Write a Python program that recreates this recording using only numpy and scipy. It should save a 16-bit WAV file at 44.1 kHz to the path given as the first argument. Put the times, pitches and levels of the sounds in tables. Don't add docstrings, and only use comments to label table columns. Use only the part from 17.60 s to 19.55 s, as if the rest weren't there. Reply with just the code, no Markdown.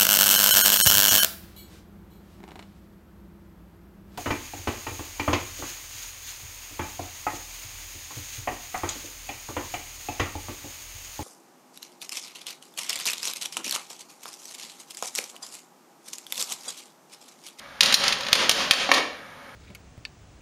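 import sys
import numpy as np
from scipy import signal
from scipy.fft import rfft, irfft
from scipy.io import wavfile
from scipy.ndimage import uniform_filter1d

SR = 44100
rng = np.random.default_rng(int(sys.argv[2]) if len(sys.argv) > 2 else 0)


def master_out(mix):
    frames = np.transpose(np.atleast_2d(mix))
    ceiling = np.clip(frames, -1, 1)
    pcm = np.round(ceiling * 32767).astype(np.int16)
    wavfile.write(sys.argv[1], SR, pcm)


N = 85995

# (time [s], strength
# [dB], favoured ring [Hz], body [dB], crack [dB], contact [s])
TRAY_CLACKS = [(0.2075, 0, 3920, -7, -4, 0.0035), (.2320, -7.5, 4300, -6, 2.5, 0.0012),
               (.2585, -10.5, 4220, -16, -3, 0.0019), (0.3244, -15, 3900, 3, 2.5, 0.0021),
               (0.3421, -0.5, 4090, -7.5, -1, 0.0018), (0.4376, -21.5, 3600, 7, 2, 0.0045),
               (.4800, -13, 4700, -10, 0, 0.0013), (0.5241, -17.5, 3620, 1, -3.5, 0.0055),
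               (0.5845, -36, 5270, -5, 0, .002), (0.6078, -24, 4200, 9, -2, 0.0018),
               (0.6322, -29.5, 3950, -7, -10, 0.0065), (0.65, -38, 4100, 4, 3, .003),
               (0.6662, -25.5, 3700, 7, -7, 0.0052), (.6850, -23, 3630, 10, -2.5, 0.002),
               (0.7297, 2, 2940, 1, -0.5, 0.0012), (0.752, -16.5, 3900, 9, 8, 0.004),
               (.8940, -7.5, 3900, 3, 6.5, 0.0029), (0.9119, -17.5, 3500, 4.5, 10, 0.0041),
               (1.1100, 2, 3120, -1, -3.5, 0.0035), (1.1206, -17.5, 2510, 9, -2, 0.009),
               (1.135, -19, 4000, 8, 8, .003), (1.338, -14.5, 3470, -9, 0, 0.0082)]
# (frequency [Hz], level [dB], t60 [s])
TRAY_MODES = [(1080, -1.5, 0.018), (1802, -2, 0.022), (2205, -6, 0.02), (2504, -2, 0.015),
              (2780, -5.5, 0.022), (3200, -2, 0.012), (3490, -7.5, 0.049), (3803, -7, 0.019),
              (4083, -2.5, 0.013), (4454, -3.5, 0.013), (4854, -4, 0.02), (5280, -6, 0.01),
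              (6580, -7, 0.01)]
# (frequency [Hz], density [dB per Hz])
CRACK_SPECTRUM = [(40, -19), (200, -24), (500, -9), (1000, -9.5), (2000, -3), (4000, 1), (6500, -3.5),
                  (9700, -10.5), (11000, -18), (15000, -23)]
BODY_TOP_HZ = 2100


def clacks():
    out = np.zeros(N)
    mode_hz = np.transpose(TRAY_MODES)[0]
    for s, strength_db, centre_hz, body_db, crack_db, contact_s in TRAY_CLACKS:
        def body_shelf_db(hz):
            return body_db / (1 + (hz / BODY_TOP_HZ) ** 6)

        weight_db = favour(TRAY_MODES, centre_hz) + body_shelf_db(mode_hz)
        ring, crack = strike(TRAY_MODES, weight_db, crack_db, contact_s)
        spectrum = [(hz, level_db + body_shelf_db(hz)) for hz, level_db in CRACK_SPECTRUM]
        add(out, s, amp(strength_db) * (ring + colour(crack, spectrum)))
    return out


# (time [s], strength [dB], centre of the ring [Hz], top of the crack [Hz], crack [dB], contact [s])
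CASE_BUMPS = [(1.291, -13, 727, 1090, -8.5, 0.0017), (1.3159, 2.5, 1170, 11000, -7, 0.0012)]
# (frequency [Hz], level [dB], t60 [s])
CASE_MODES = [(600, -11.5, .04), (752, -3.5, 0.017), (1095, -2.5, 0.016), (1346, -16.5, 0.035),
              (1842, 4, 0.016), (2219, 4.5, 0.023), (2790, -2.5, 0.086), (3016, 3, 0.016), (3700, 3, 0.026),
              (4190, 0, 0.029)]
# (frequency [Hz], density [dB per Hz])
THUD_SPECTRUM = [(60, -38), (160, -10.5), (260, 7), (380, -3), (800, 4), (1500, -4.5), (2200, 4.5),
                 (4500, 0), (7000, -6), (14000, -20.5)]


def bumps():
    out = np.zeros(N)
    for s, strength_db, centre_hz, top_hz, crack_db, contact_s in CASE_BUMPS:
        ring, crack = strike(CASE_MODES, favour(CASE_MODES, centre_hz), crack_db, contact_s)
        spectrum = [(hz, level_db - 10 * np.log10(1 + (hz / top_hz) ** 2))
                    for hz, level_db in THUD_SPECTRUM]
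        add(out, s, amp(strength_db) * (ring + colour(crack, spectrum)))
    return out


# (time [s], whirr level [dB], growl level [dB])
GEAR_LEVELS = [(.2, -56, -48.5), (0.226, -16.5, -27), (.31, -29, -34), (.39, -33, -34.5),
               (0.471, -23.5, -35.5), (.57, -36.5, -40), (0.701, -38, -39), (0.801, -19.5, -29),
               (0.882, -36, -36), (1.012, -26, -31.5), (1.09, -34.5, -36), (1.21, -26, -37.5),
               (1.28, -37.5, -39), (1.38, -22.5, -34), (1.462, -67, -48)]
# (frequency [Hz], density [dB per Hz])
WHIRR_SPECTRUM = [(300, -8), (800, -5.5), (1450, -2), (1800, 4.5), (2500, 5), (3200, 5), (4300, 1.5),
                  (6500, -3.5), (9700, -14.5), (11000, -15.5), (15000, -52.5)]
# (frequency [Hz], density [dB per Hz])
GROWL_SPECTRUM = [(30, -49), (90, -4), (160, 2), (210, 1), (260, 4.5), (350, -18.5), (480, 0), (580, 6.5),
                  (720, -4), (1100, 3), (1800, 3.5), (5000, -24)]
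TEETH_PER_S, TOOTH_SPREAD_DB = 320, 2.5
RUB_SHARE = .75


def gears():
    s, whirr_db, growl_db = np.transpose(GEAR_LEVELS)
    t = np.arange(N) / SR
    wobble = unit(uniform_filter1d(rng.standard_normal(N), 400))
    teeth_passed = np.cumsum(TEETH_PER_S * (1 + .1 * wobble)) / SR
    clicks = np.diff(np.floor(teeth_passed), prepend=0)
    clicks = clicks * amp(TOOTH_SPREAD_DB * rng.standard_normal(N)) * rng.choice([-1, 1], N)
    rub = rng.standard_normal(N)
    force = np.sqrt(1 - RUB_SHARE) * unit(clicks) + np.sqrt(RUB_SHARE) * rub
    whirr = colour(force * amp(np.interp(t, s, whirr_db)), WHIRR_SPECTRUM)
    growl = colour(force * amp(np.interp(t, s, growl_db)), GROWL_SPECTRUM)
    return whirr + growl


# (frequency [Hz], t60 [s], relative level [dB])
ROOM_BANDS = [(100, 0.17, -30), (265, 0.68, 3), (610, 0.57, -2), (1090, 0.46, -4), (1920, 0.53, -6.5),
              (3740, 0.55, -7.5), (6500, 0.47, -9.5), (14000, 0.23, -6)]
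ROOM_DB, ROOM_BUILD_S = -1, 0.0027


def room(x):
    hz, t, noise = signal.stft(rng.standard_normal(SR), SR, nperseg=256)
    bands = np.array(ROOM_BANDS)
    t60 = read(bands[:, :2], hz)[:, None]
    level_db = read(bands[:, ::2], hz)[:, None]
    even_energy = np.sqrt(2 * np.log(1000) / t60 / SR)
    decay = amp(level_db - 60 * t / t60)
    tail = signal.istft(noise * decay * even_energy, SR, nperseg=256)[1]
    tail *= 1 - np.exp(-np.arange(len(tail)) / SR / ROOM_BUILD_S)
    return amp(ROOM_DB) * signal.fftconvolve(x, tail)[:N]


# (frequency [Hz], density [dB per Hz])
FAN_SPECTRUM = [(25, -5), (60, 9.5), (150, 5.5), (400, 5), (600, -7), (800, 2), (1200, -6.5), (1950, -47),
                (2600, -2.5), (3200, 2.5), (4500, -3.5), (6800, -7.5), (9700, -10), (11000, -12),
                (15000, -27)]
FAN_DB = -54
# (frequency [Hz], width [Hz], level [dB])
FAN_RESONANCES = [(725, 75, -60.5), (778, 6.7, -67), (878, 4, -61.5), (1235, 60, -58), (1654, 130, -58),
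                  (2215, 150, -57.5)]


def fan():
    f = np.fft.rfftfreq(N, 1 / SR)
    air = irfft(rfft(rng.standard_normal(N)) * amp(read(FAN_SPECTRUM, f)), N)
    out = amp(FAN_DB) * unit(air)
    for hz, width_hz, level_db in FAN_RESONANCES:
        peak = 1 / (1 + (2 * (f - hz) / width_hz) ** 2)
        out += amp(level_db) * unit(irfft(rfft(rng.standard_normal(N)) * peak, N))
    return out


CRACK_DB, CRACK_T60_S = -3.5, 0.045
RING_DB, DETUNE = -4.5, .006
SMALL_PANEL_HZ = 450


def strike(modes, weight_db, crack_db, contact_s, size=8192):
    t = np.arange(size) / SR
    free_s = np.maximum(t - contact_s, 0)
    hz, level_db, t60 = np.transpose(modes)[:, :, None]
    hz = hz * (1 + DETUNE * rng.standard_normal(hz.shape))
    sign = rng.choice([-1, 1], hz.shape)
    decay = amp(level_db + weight_db[:, None] - 60 * free_s / t60)
    ring = (sign * decay * np.sin(2 * np.pi * hz * t)).sum(0)
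    panel = signal.butter(2, SMALL_PANEL_HZ, "highpass", fs=SR, output="sos")
    ring = amp(RING_DB) * signal.sosfilt(panel, ring)
    crack = amp(CRACK_DB + crack_db - 60 * free_s / CRACK_T60_S) * rng.standard_normal(size)
    return ring, crack


STRONGEST_DB, STRONGEST_OCTAVES = 5, .06
RING_OCTAVES = 0.64


def favour(modes, centre_hz):
    octaves = abs(np.log2(np.transpose(modes)[0] / centre_hz))
    strongest_db = STRONGEST_DB * np.exp(-(octaves / STRONGEST_OCTAVES) ** 2)
    return strongest_db - 6 * (octaves / RING_OCTAVES) ** 2 / (1 + octaves)


def amp(db):
    return 10 ** (np.asarray(db) / 20)


def unit(x):
    return x / np.sqrt(np.mean(x ** 2) + 1e-20)


def read(points, hz):
    f, value = np.transpose(points)
    return np.interp(np.log(hz + 1), np.log(f), value)


def add(mix, s, sound):
    part = mix[round(s * SR):][:len(sound)]
    part += sound[:len(part)]


def colour(x, points, size=4096):
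    log_gain = np.log(amp(read(points, abs(np.fft.fftfreq(size, 1 / SR)))))
    response = np.exp(np.conj(signal.hilbert(log_gain)))
    taps = np.fft.ifft(response).real[:size // 2]
    return signal.fftconvolve(x, taps / np.linalg.norm(taps))[:len(x)]


CASE_ROOM_DB = 2.5


def scene():
    tray = clacks() + gears()
    case = bumps()
    reflections = room(tray + amp(CASE_ROOM_DB) * case)
    return (tray + case + reflections + fan())[None]


LIMIT_DB, ATTACK_S = -3.5, 0.0014
OVERSHOOT_FALL_DB_PER_S, DUCK_SHARE = 125.5, 0.79
CEILING = .88
NOTCH_HZ, NOTCH_WIDTH_HZ, NOTCH_DB = 7895, 334, -21.5
EDGE_HZ = 15050


def record(dry):
    x = dry[0]
    fall_db = np.arange(N) / SR * OVERSHOOT_FALL_DB_PER_S
    over_db = np.maximum(20 * np.log10(abs(x) + 1e-9) - LIMIT_DB, 0)
    held_db = np.maximum.accumulate(over_db + fall_db) - fall_db
    r = np.exp(-1 / (ATTACK_S * SR))
    duck_db = DUCK_SHARE * signal.lfilter([1 - r], [1, -r], held_db)
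    x = CEILING * np.tanh(x * amp(-duck_db) / CEILING)
    f = np.fft.rfftfreq(N, 1 / SR)
    notch = amp(NOTCH_DB * np.exp(-abs(f - NOTCH_HZ) / NOTCH_WIDTH_HZ))
    x = irfft(rfft(x) * notch, N)
    band = signal.firwin(127, EDGE_HZ, window=("kaiser", 9), fs=SR)
    return signal.fftconvolve(x, band, "same")[None]


dry = scene()
out = record(dry)
master_out(out)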